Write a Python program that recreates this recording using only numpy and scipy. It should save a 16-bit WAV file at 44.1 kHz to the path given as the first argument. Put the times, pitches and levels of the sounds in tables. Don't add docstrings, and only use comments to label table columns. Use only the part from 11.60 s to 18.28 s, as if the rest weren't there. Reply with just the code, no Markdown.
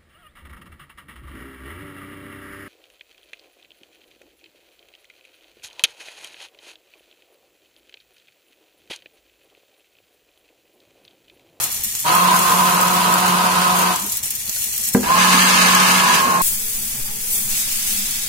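import sys
import numpy as np
from scipy import signal
from scipy.fft import rfft, irfft
from scipy.io import wavfile
from scipy.ndimage import uniform_filter1d

SR = 44100
rng = np.random.default_rng(int(sys.argv[2]) if len(sys.argv) > 2 else 0)


def master(y):
    cut = np.clip(np.atleast_2d(y).T, -1, 1)
    pcm = np.round(cut * 32767)
    wavfile.write(sys.argv[1], SR, pcm.astype(np.int16))


def voltage_ratio(level):
    return 10 ** (np.asarray(level, float) / 20)


N = 294588
T, HZ = np.arange(N) / SR, np.fft.rfftfreq(N, 1 / SR)
SIDES = np.array([[.5], [-.5]])
CHANGE_S = 4.82
COAST_S = .45
PAN_SAME, PAN_LAG = .4, 51


def evened(x):
    return x / np.sqrt(np.mean(x ** 2) + 1e-20)


def read(points, hz=HZ):
    f, value = np.transpose(points)
    return np.interp(np.log(hz + 1), np.log(f + 1), value)


def coloured(x, db):
    return irfft(rfft(x) * voltage_ratio(db), N)


def drift(hz, count=1):
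    spacing = 64
    points = N // spacing + 2
    smoothing = 1 + (np.fft.rfftfreq(points, spacing / SR) / hz) ** 2
    slow = irfft(rfft(rng.standard_normal((count, points))) / smoothing, points)
    return evened(np.array([np.interp(np.arange(N) / spacing, np.arange(points), row) for row in slow]))


def bumps(rows):
    s, db, length = np.transpose(rows)[..., None]
    return (db * np.exp(-((T - s) / length) ** 2)).sum(0)


def paired(same, phase=0., balance_db=0.):
    a, b = rfft(rng.standard_normal((2, N)))
    same = np.clip(same, 0, 1)
    right = same * a * np.exp(-1j * phase) + np.sqrt(1 - same ** 2) * b
    return irfft(np.array([a * voltage_ratio(balance_db / 2), right * voltage_ratio(-balance_db / 2)]), N)


def add_at(out, s, sound):
    out[:, round(s * SR):][:, :sound.shape[1]] += sound


def galley(x, wet_db):
    # frequency in Hz, time to fall 60 dB in seconds
    room_decay = [(200, 0.26), (1000, 0.42), (4000, 0.14), (16000, 0.06)]
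    taps = np.zeros((2, 16000))
    at = np.arange(60, 15900, 20) + rng.integers(0, 20, (2, 792))
    np.put_along_axis(taps, at, rng.choice([-1., 1.], at.shape), 1)
    hz, t, z = signal.stft(taps, SR, nperseg=256)
    dying = voltage_ratio(-60 * t / read(room_decay, hz)[:, None])
    tail = signal.istft(z * dying, SR, nperseg=256)[1]
    tail /= np.linalg.norm(tail[0])
    return x + voltage_ratio(wet_db) * signal.fftconvolve(x, tail, axes=1)[:, :N]


def motor(press, hand, run_hz):
    on_s, off_s, rise_s, churn_db, hum_db, hiss_db = press
    at, *columns = np.transpose(hand)
    lift_db, pressed_db = (np.interp(T, at, c) for c in columns)
    since, after = np.maximum(T - on_s, 0), np.clip(T - off_s, 0, COAST_S)
    short = .2 * np.exp(-since / .06)
    shaft_hz = run_hz * (1 - short) - 70 * after
    shaft_hz = shaft_hz - .45 * np.maximum(-lift_db - 3, 0)
    churn_db = churn_db - 14 * np.maximum(1 - since / rise_s, 0) ** 2 - .2 * lift_db
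    churn_db = churn_db - 110 * after - 4 * (1 - np.exp(-after / 0.059))
    hum_db = hum_db + pressed_db - 108 * short * .7 - 400 * after
    over_db = np.minimum(hiss_db + lift_db + 28 * after, 0)
    end_s = min(off_s + COAST_S, CHANGE_S)
    on = np.clip(np.minimum(T - on_s, end_s - T) / .004, 0, 1)
    return on, shaft_hz, churn_db, hum_db, over_db


def resonate(x, hz, width):
    turn = np.exp(2j * np.pi * np.cumsum(hz * np.ones(N)) / SR)
    r = np.exp(-np.pi * width / SR)
    return 2 * (turn * signal.lfilter([1 - r], [1, -r], x / turn + 1e-18)).real


def ringing(x, body):
    shape = 0
    for k, (f, width, db) in enumerate(body):
        shape = shape + (-1) ** k * voltage_ratio(db) / np.sqrt(width) / (1 + 2j * (HZ - f) / width) ** 2
    return irfft(rfft(x) * shape, N)


def burst(controls, orders, body, hiss, main_width, main_db, slosh_db, hiss_db, follow):
    # frequency in Hz, left-right likeness
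    near_same = [(100, 0.8), (200, 1), (360, 0.75), (730, 0.05), (900, 1.1), (1270, 0.54), (2100, 0.5),
                 (4400, 1.5), (9000, 1)]
    # frequency in Hz, radians by which the left leads
    near_phase = [(200, 0.27), (360, -2), (540, 2.3), (900, -0.5), (1040, -1.07), (1270, -3), (1660, 3),
                  (4400, -2.5), (6300, 0.5)]
    # frequency in Hz, left-right difference in dB
    near_balance = [(60, -1), (99, 2), (160, -4.5), (270, -2), (450, -9), (740, 3), (1220, -3), (2010, 0.5),
                    (3330, -1.5), (5500, -1.0), (9080, 1), (15000, 33)]
    # frequency in Hz, density in dB per Hz
    slosh_colour = [(35, -73), (68, -18), (129, -17), (176, -1), (252, -13), (415, -12), (664, -3.5),
                    (1010, -8.5), (1770, -12), (2500, -21), (3250, -65), (5500, -120)]
    press, hand, run_hz, air = controls
    on, shaft_hz, churn_db, hum_db, over_db = motor(press, hand, run_hz)
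    air_s, *air = np.transpose(air)
    air_hz, surge_db = (np.interp(T, air_s, c) for c in air)

    turns = 2 * np.pi * np.cumsum(shaft_hz * (1 + .003 * drift(8)[0])) / SR
    wobble = voltage_ratio(0.73 * drift(5.9, count=len(orders) + 1))
    tone = np.sin(turns - np.array([[0], [.2]])) * voltage_ratio([[-1.3], [1.3]])
    hum = np.sqrt(2) * voltage_ratio(hum_db) * wobble[0] * tone
    for (k, db), w in zip(orders, wobble[1:]):
        skew, lean = read(near_phase, k * 182.), read(near_balance, k * 182.)
        tuned_db = 4. / (1 + ((k * shaft_hz - air_hz) / 25) ** 2)
        level = voltage_ratio(churn_db + db + tuned_db - 5 + lean * SIDES)
        hum += level * w * np.sin(k * turns + rng.uniform(0, 2 * np.pi) + skew * SIDES)

    stir = paired(read(near_same), read(near_phase), read(near_balance))
    stir *= (1 + 0.15 * np.cos(turns)) * voltage_ratio(1.21 * drift(18))
    column = resonate(stir, air_hz, main_width) / np.sqrt(main_width)
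    slow = abs(uniform_filter1d((column ** 2).mean(0), size=1000)) / np.mean(column ** 2) + .05
    column_db = main_db + surge_db + 0.38 * follow * (over_db + 10.5)
    column = column * voltage_ratio(column_db) / slow ** (.75 / 2)
    walls = ringing(stir, body) * voltage_ratio(follow * (over_db + 4.5))
    beaker = column + walls
    churn = beaker / np.sqrt(np.mean(beaker[:, on > 0] ** 2))
    churn = churn + voltage_ratio(slosh_db) * evened(coloured(stir, read(slosh_colour)))

    mist = paired(.12, 0., read(near_balance))
    mist = mist * (1 + 0.11 * np.cos(turns)) * voltage_ratio(.9 * drift(21))
    spray = voltage_ratio(hiss_db + over_db) * evened(coloured(mist, read(hiss)))
    return on * (hum + voltage_ratio(churn_db + 2.5) * (churn + spray))


def blender():
    # on and off in seconds, rise in seconds, churn in dB, hum in dB,
    # blade hiss over churn in dB
    presses = [
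        (-1.0, -0.1, .05, -20, -22, -6),
        (0.441, 2.315, 0.045, -20, -28.5, -8),
        (3.425, 9.0, .1, -21.5, -25.5, 1.5),
    ]
    # time in seconds, blade lift in dB, beaker on counter in dB
    hands = [
        [(0.0, 1, 3)],
        [(0.6, 1.5, -0.5), (0.76, 1, -2.5), (0.86, 1.5, -11), (0.95, 0.0, -0.5), (2.0, 0.5, 0.5),
         (2.3, 0.5, -1)],
        [(3.42, -3, -1), (3.5, -14.5, -10), (3.65, 1.5, 0.5), (4.4, -3, -1.5), (4.46, -5, -7), (4.55, -2, -8),
         (4.63, -11.5, -19), (4.8, -19.5, -6)],
    ]
    # time in seconds, pitch in Hz, surge in dB
    air_columns = [
        [(0, 1040, 0)],
        [(.46, 960, 0), (.5, 1005, 1), (.525, 1015, -3), (.55, 1035, 3), (.62, 1065, 0), (.71, 1020, 6),
         (.82, 1040, -4), (.86, 1065, 2), (.95, 1025, 1), (.972, 1015, -6), (1.004, 1010, 5), (1.05, 1027, 0.5),
         (1.34, 1023, -4.5), (1.37, 1013, 1), (1.64, 1020, -5), (1.736, 1024, 2.5), (1.76, 1022, -3.5),
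         (2.3, 1027, -3)],
        [(3.47, 1000, -10), (3.485, 1010, 2), (3.53, 1052, 3), (3.59, 1055, 1), (3.64, 1005, -1),
         (3.74, 1045, 2), (3.79, 1040, -6), (3.95, 1020, -1), (4.0, 1030, -5), (4.15, 1035, -1),
         (4.38, 1000, -6), (4.45, 1000, 1), (4.51, 1005, 2), (4.57, 1000, -3), (4.62, 1063, 1),
         (4.66, 1063, -3), (4.75, 1060, 0), (4.82, 1052, -1)],
    ]
    # multiple of the shaft rate, level in dB
    orders_deep = [(2, -8.5), (3, -11.5), (4, -8), (5, -7.5), (6, -7.5), (7, 0.5), (12, -17), (14, -17)]
    orders_lifted = [(2, -12), (3, -19), (4, -31), (5, -12), (6, 3.5), (7, -2), (9, -8), (12, -26),
                     (14, -17)]
    # pitch in Hz, width in Hz, level in dB
    body_deep = [(730, 30, -10), (902, 85, -4), (1104, 79, -7), (1264, 75, 2), (1500, 300, -9.5)]
    body_lifted = [(240, 69, -11), (763, 40, -12), (885, 70, -6), (1250, 99, 5), (1655, 60, 0),
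                   (2200, 89, -20)]
    # frequency in Hz, density in dB per Hz
    hiss_deep = [(45, -26), (90, -7), (1060, -15), (1800, -3.5), (2280, -4.5), (2610, 0), (3580, -3.5),
                 (4440, -4), (4840, -6), (6050, -10.5), (6560, -7), (7710, -15), (9000, -8), (11700, -17.5),
                 (19800, -120)]
    hiss_lifted = [(45, -18), (90, -15), (1060, -12.5), (1800, 1), (1900, -15), (2080, -1.5), (2360, -4.5),
                   (2650, -1), (3560, -6.5), (4570, -6.5), (5690, -10), (6330, -7.5), (7590, -12.5),
                   (8570, -11), (11000, -18.5), (14300, -41), (22000, -120)]
    run_hz = (181.3, 181.3, 184.6)
    first, second, third = zip(presses, hands, run_hz, air_columns)
    coast = burst(first, orders_deep, body_deep, hiss_deep,
                  main_width=200, main_db=-9, slosh_db=-3, hiss_db=7.0, follow=.05)
    deep = burst(second, orders_deep, body_deep, hiss_deep,
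                 main_width=30, main_db=1.5, slosh_db=-8, hiss_db=2.0, follow=0.1)
    lifted = burst(third, orders_lifted, body_lifted, hiss_lifted,
                   main_width=40, main_db=5.0, slosh_db=-9, hiss_db=4.0, follow=.9)
    return coast + deep + lifted


def activity(flurries, calm_db):
    s, db, rise, fall = np.transpose(flurries)[..., None]
    swell = voltage_ratio(db) * np.exp(-np.where(T < s, (s - T) / rise, (T - s) / fall))
    return 10 * np.log10(voltage_ratio(calm_db) ** 2 + (swell ** 2).sum(0))


def frying(flurries, colour, calm_db, low_db, per_s, spread_db, clump_db, smooth_db, low_hz, wet_db):
    # time in seconds, change in dB, length in seconds
    lulls = [(.08, 0, .02), (.2, -1, 0.034), (2.617, -6, 0.014), (2.697, -4, .007), (2.73, -1, 0.013),
             (3.32, 0, .01)]
    # frequency in Hz, left-right difference in dB
    pan_balance = [(60, -2), (110, -3), (200, -4), (380, -12), (700, 5), (1290, -1.5), (2380, -1.5),
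                   (4400, -2), (8120, 0.5), (15000, 5.5)]
    fizz_db = activity(flurries, calm_db) + bumps(lulls)
    low_db = low_db - 0.59 * np.maximum(fizz_db - calm_db, 0)
    low_db = low_db + 6 * np.clip((T - 5.89) / 0.027, 0, 1)

    clumps = voltage_ratio(clump_db * drift(42))
    size = voltage_ratio(spread_db * np.minimum(rng.exponential(1, (2, N)), 5))
    size = size * rng.choice([-1., 1.], (2, N))
    clicks = size * (rng.random(N) < per_s * clumps / SR)
    left = PAN_SAME * clicks[1] + np.sqrt(1 - PAN_SAME ** 2) * clicks[0]
    clicks = np.array([np.roll(left, PAN_LAG), clicks[1]])
    fine = paired(PAN_SAME, -2 * np.pi * HZ * PAN_LAG / SR) * np.sqrt(clumps)
    fat = evened(galley(clicks, wet_db)) + voltage_ratio(smooth_db) * fine

    lean = read(pan_balance) * SIDES
    whole = rfft(fat) * voltage_ratio(read(colour, np.minimum(HZ, 15400)) + lean)
    whole /= np.sqrt(np.mean(irfft(whole, N) ** 2))
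    low = irfft(whole * voltage_ratio(-10 * np.log10(1 + (HZ / low_hz) ** 6)), N)
    crackle = low * (voltage_ratio(low_db + 8.5) - 1)
    return voltage_ratio(fizz_db + 9.5) * (irfft(whole, N) + crackle)


def spitting_fat():
    # peak time in seconds, level in dB, build-up in seconds, dying in seconds
    spit_flurries = [(.04, -26, 0.036, 0.011), (.13, -32, 0.017, .08), (.24, -29.5, .004, 0.05),
                     (.41, -31.5, .06, .03), (.55, -31.5, .05, 0.12), (.79, -29, 0.062, 0.46),
                     (1.35, -35.5, .2, .3), (2.21, -30.5, 0.092, 0.027), (2.53, -31.5, 0.15, 0.027),
                     (2.631, -31, .001, 0.08), (2.706, -25, .001, .008), (2.753, -30.5, .001, .012),
                     (3.0, -31.5, 0.11, .1), (3.29, -30, 0.24, .012), (3.34, -29, 0.0092, 0.014),
                     (3.8, -33.5, 0.29, .3), (4.35, -32.5, 0.25, 0.061), (4.55, -35, .006, 0.088)]
    # frequency in Hz, density in dB per Hz
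    spit_colour = [(710, -56), (1200, -23), (1450, -28), (1880, -12.5), (2730, -11.5), (2940, -9),
                   (3680, -10), (4460, -6.5), (4970, -8), (5240, -4.5), (6700, 1), (14600, 0.5),
                   (15400, -7.5)]
    fat = frying(spit_flurries, spit_colour, calm_db=-37, low_db=-3.0, per_s=1500, spread_db=1.3,
                 clump_db=1.0, smooth_db=-4.5, low_hz=4530, wet_db=-3.5)
    return fat * (T < CHANGE_S)


def pops():
    # start in seconds, peak in
    # dB, pitch in Hz, left-right in dB
    single_spits = [(0.0412, -6, 6850, 2), (0.1181, -12, 11800, -1), (0.2374, -7.5, 13100, 2.5),
                    (0.3361, -19, 6940, -0.5), (0.352, -8, 7010, -0.5), (0.4, -11, 7710, 1.0),
                    (0.5516, -4, 10600, 3.5), (0.7632, -9, 6610, 2.0), (1.1448, -9, 11700, 2.5),
                    (1.2131, -6, 7280, 0.5), (1.2705, -13, 9020, 1.5), (1.283, -11, 5910, 3),
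                    (1.5269, -12, 13000, 2.0), (1.5404, -5, 7250, 2.0), (1.6631, -13, 8600, 1.5),
                    (1.6801, -9, 7020, 1.5), (2.17, -14, 13200, 2.0), (2.1924, -12, 7230, -1),
                    (2.36, -8, 7610, 3.0), (2.3989, -12, 7620, -2), (2.4643, -12, 11000, 3.0),
                    (2.4972, -14, 6890, 1.0), (2.5207, -8, 13100, 3.0), (2.5556, -15, 9800, -0.5),
                    (2.5706, -8, 14000, 2.0), (2.6304, -12, 7300, 1), (2.6584, -11, 9820, 2.5),
                    (2.7053, -9, 10600, 2.0), (2.7521, -12, 12400, 4.5), (2.8563, -15, 12500, 3.0),
                    (2.8948, -8, 6500, -6), (3.041, -7, 8800, 2.5), (3.1353, -14, 6900, 1.5),
                    (3.1622, -9, 13100, 1.5), (3.1797, -9, 13000, 2.5), (3.2131, -13, 9180, 2.0),
                    (3.2377, -10, 7000, -3), (3.2715, -15, 7680, 3), (3.3388, -11, 7670, 2),
                    (3.7489, -15, 6750, -2), (4.1106, -10, 6150, 1), (4.15, -4, 6600, 4),
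                    (4.5441, -8, 6320, 1.5), (4.6184, -10, 13100, 4), (4.8185, -6, 10200, 6),
                    (4.8514, -10, 11000, 2.5), (5.7319, -15, 12500, 2.5), (6.3936, -10, 10000, 5),
                    (6.5095, -11, 9960, 5),
                    (2.574, -13, 9000, 2), (2.635, -12, 7500, 2), (2.708, -13, 8000, 2),
                  (2.76, -15, 12000, 2), (2.878, -19, 4600, 0), (2.962, -15, 4360, 0),
                  (3.022, -17, 3000, 0), (3.089, -15, 8000, 2), (3.14, -19, 2920, 0), (3.289, -9, 8000, 2),
                  (5.781, -12, 9000, 2), (6.228, -13, 8000, 2), (6.56, -14, 9000, 2)]
    out, t = np.zeros((2, N + 2000)), np.arange(2000) / SR
    for s, peak_db, hz, pan_db in single_spits:
        noise = rng.standard_normal((2, len(t)))
        cycles = np.sin(2 * np.pi * hz * t + rng.uniform(0, 2 * np.pi, (2, 1)))
        snap = cycles * np.exp(-t / 0.00038) * np.minimum(t / 0.000063, 1)
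        wake = 0.23 * np.diff(noise, prepend=0) * np.exp(-t / 0.004)
        add_at(out, s, voltage_ratio(peak_db + 3 + pan_db * SIDES) * (snap + wake))
    return galley(out[:, :N], wet_db=-3.5)


def touches():
    # start in seconds, peak in dB, pitch in Hz, time to fall 60 dB in seconds
    contacts = [(0.0, -34, 124, 0.18), (2.41, -25, 199, 0.27), (2.44, -29, 297, .1),
                (2.46, -29, 422, 0.073), (2.962, -36, 646, 0.022), (2.964, -27, 1500, 0.025),
                (3.37, -28.5, 70.5, 0.68), (3.43, -18, 400, .06), (3.74, -14, 236, 0.093),
                (3.831, -16, 240, 0.11), (4.435, -23, 160, 0.053), (4.451, -20, 420, 0.041),
                (4.54, -13, 420, 0.058), (3.665, -20, 1650, .12), (4.49, -17, 1660, .12),
                (4.55, -19, 1680, .12), (4.65, -19, 240, 0.18), (4.99, -37, 445, 0.3),
                (5.47, -43, 820, 0.3), (5.499, -37, 440, 0.5), (5.62, -39, 457, 0.33),
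                (6.355, -30, 200, 0.4)]
    out, t = np.zeros((2, N + SR // 2)), np.arange(SR // 2) / SR
    for s, peak_db, hz, t60 in contacts:
        phase = rng.uniform(0, 2 * np.pi, 2)
        ring = np.sin(2 * np.pi * hz * t + phase[0] * SIDES * min(hz / 900, 1))
        ring = ring + 0.36 * np.sin(2 * np.pi * 1.13 * hz * t + phase[1])
        rise = 1 - np.exp(-t / (0.068 * t60))
        add_at(out, s, voltage_ratio(peak_db - 60 * t / t60) * rise * ring)
    return galley(out[:, :N], wet_db=-10.0)


def cabin():
    # frequency in Hz, density in dB per Hz
    murmur_colour = [(12, -27), (20, -18), (97, -13), (134, -13.5), (167, -25), (204, -7), (318, -31),
                     (440, -22.5), (507, -29.5), (572, -22.5), (633, -42), (840, -20.5), (967, -28.5),
                     (1450, -28), (2500, -24.5), (3250, -41), (5500, -120)]
    # frequency in Hz, left-right likeness
    murmur_same = [(40, 0.76), (200, 0.84), (360, 0.59), (540, 0.25), (900, 0.13), (2500, 0.034)]
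    # frequency in Hz, gain in dB
    colour_before = [(130, 1.5), (200, -5), (300, -0.5)]
    colour_after = [(100, -1.5), (137, 2.5), (165, 1), (200, -0.5), (235, 0), (300, 0.5)]
    level_db = -45 + 3.5 * (T >= CHANGE_S) + 1.86 * drift(9.6)
    murmur = evened(coloured(paired(read(murmur_same)), read(murmur_colour)))
    earlier, later = coloured(murmur, read(colour_before)), coloured(murmur, read(colour_after))
    return voltage_ratio(level_db) * np.where(T < CHANGE_S, earlier, later)


def wind():
    # time in seconds, level change in dB, length in seconds
    buffets = [(4.9, 6, .04), (4.97, 5, .025), (5.05, 6, .03), (5.2, 2, .05), (5.4, 5, 0.04),
               (5.48, 6, .03), (5.56, 5, 0.03), (5.65, 4, .03), (5.95, 6, 0.05), (6.15, 4, .04),
               (6.28, 5, 0.03), (6.35, 6, .025), (6.45, 6, .04), (6.55, 5, 0.03), (6.62, 4, 0.02)]
    level_db = -58.5 + 23.5 * (T >= CHANGE_S) + 2 * drift(4.5)[0] + bumps(buffets)
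    rumble = [(.5, -51), (2.5, 7.5), (6, 5.5), (14, -5), (28, -14), (50, -20), (75, -50), (150, -64)]
    return voltage_ratio(level_db) * evened(coloured(paired(0.91), read(rumble)))


def bottle():
    # start in seconds, peak in dB, brightness in dB
    blows = [
        (3.348, -3, 10.5),
        (3.431, -26, 20),
    ]
    # pitch in Hz, level in dB, time to fall 60 dB in seconds
    board_modes = [(205, 6, 0.22), (245.4, 5, 0.22), (225, 7, 0.045), (379, -3, 0.19), (465, -3, 0.16),
                   (520, -3, 0.05), (635, -8.5, 0.048), (754, -10, .06), (1000, -7.5, 0.028),
                   (1180, -11.5, 0.018), (1380, -8.5, 0.013), (1600, -10, 0.02), (1960, -15, 0.019),
                   (2690, -29, 0.033)]
    out, t = np.zeros((2, N)), np.arange(SR // 2) / SR
    for s, peak_db, bright_db in blows:
        for hz, db, t60 in board_modes:
            skew = rng.uniform(-1.43, 1) * min(hz / 900, 1) ** 2 * np.array([[1], [-1]])
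            swell = np.minimum(t * hz / 0.51, 1)
            ring = -np.sin(2 * np.pi * hz * t + skew) * swell
            mode_db = peak_db - 6.5 + db + bright_db * np.log2(hz / 500) / 2
            add_at(out, s, voltage_ratio(mode_db - 60 * t / t60) * ring)
        band = signal.butter(2, [170, 560], 'band', fs=SR)
        thud = evened(signal.lfilter(*band, rng.standard_normal(len(t))))
        thud = voltage_ratio(peak_db - 17 - 60 * t / 0.21) * np.minimum(t / 0.0032, 1) * thud
        add_at(out, s, thud[None])
    return galley(out, wet_db=-12)


def searing_steak():
    # peak time in seconds, level in dB, build-up in seconds, dying in seconds
    sear_flurries = [(4.88, -22, 0.096, 0.073), (5.1, -30, 0.27, 0.47), (5.74, -24, 0.081, 0.17),
                     (5.9, -30, .01, .04), (5.99, -27, 0.05, 0.08), (6.13, -30, .04, .1),
                     (6.3, -29, .15, .3)]
    # frequency in Hz, density in dB per Hz
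    sear_colour = [(710, -33), (1200, -26), (1600, -22), (1760, -18), (2070, -15.5), (3170, -11),
                   (3450, -11), (4320, -9), (4610, -8.5), (5580, -6.5), (6620, -4.5), (8650, -2),
                   (15400, -3.5)]
    fat = frying(sear_flurries, sear_colour, calm_db=-34.5, low_db=-8, per_s=5000, spread_db=2.5,
                 clump_db=1.0, smooth_db=-8, low_hz=6100, wet_db=3)
    return fat * (T >= CHANGE_S)


def scene():
    pan = spitting_fat() + pops() + searing_steak()
    return blender() + pan + touches() + cabin() + wind() + bottle()


def gate(x):
    hz, t, z = signal.stft(x, SR, nperseg=1024, noverlap=768)
    power = (abs(z) ** 2).mean(0) + 1e-20
    spot = uniform_filter1d(uniform_filter1d(power, size=3, axis=0), size=7, axis=1)
    around = uniform_filter1d(uniform_filter1d(power, size=41, axis=0), size=7, axis=1)
    over_db = 10 * np.log10(abs(spot / around))
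    weak = np.clip((-.7 - hz[:, None] / 20000 - over_db) / 1.5, 0, 1) * (hz[:, None] > 2600)
    return signal.istft(z * voltage_ratio(-20. * weak), SR, nperseg=1024, noverlap=768)[1][:, :N]


def low_pass(x):
    return signal.sosfilt(signal.butter(12, 16460, fs=SR, output="sos"), x)


def record(dry):
    side = coloured(dry[0] - dry[1], -10 * np.log10(1 + (140 / (HZ + 40)) ** 2))
    near = dry.mean(0) + side * SIDES
    limited = np.clip(gate(near), -1, 1)
    mix = coloured(limited, -90. * (HZ > 15850))
    return low_pass(mix)


dry = scene()
out = record(dry)
master(out)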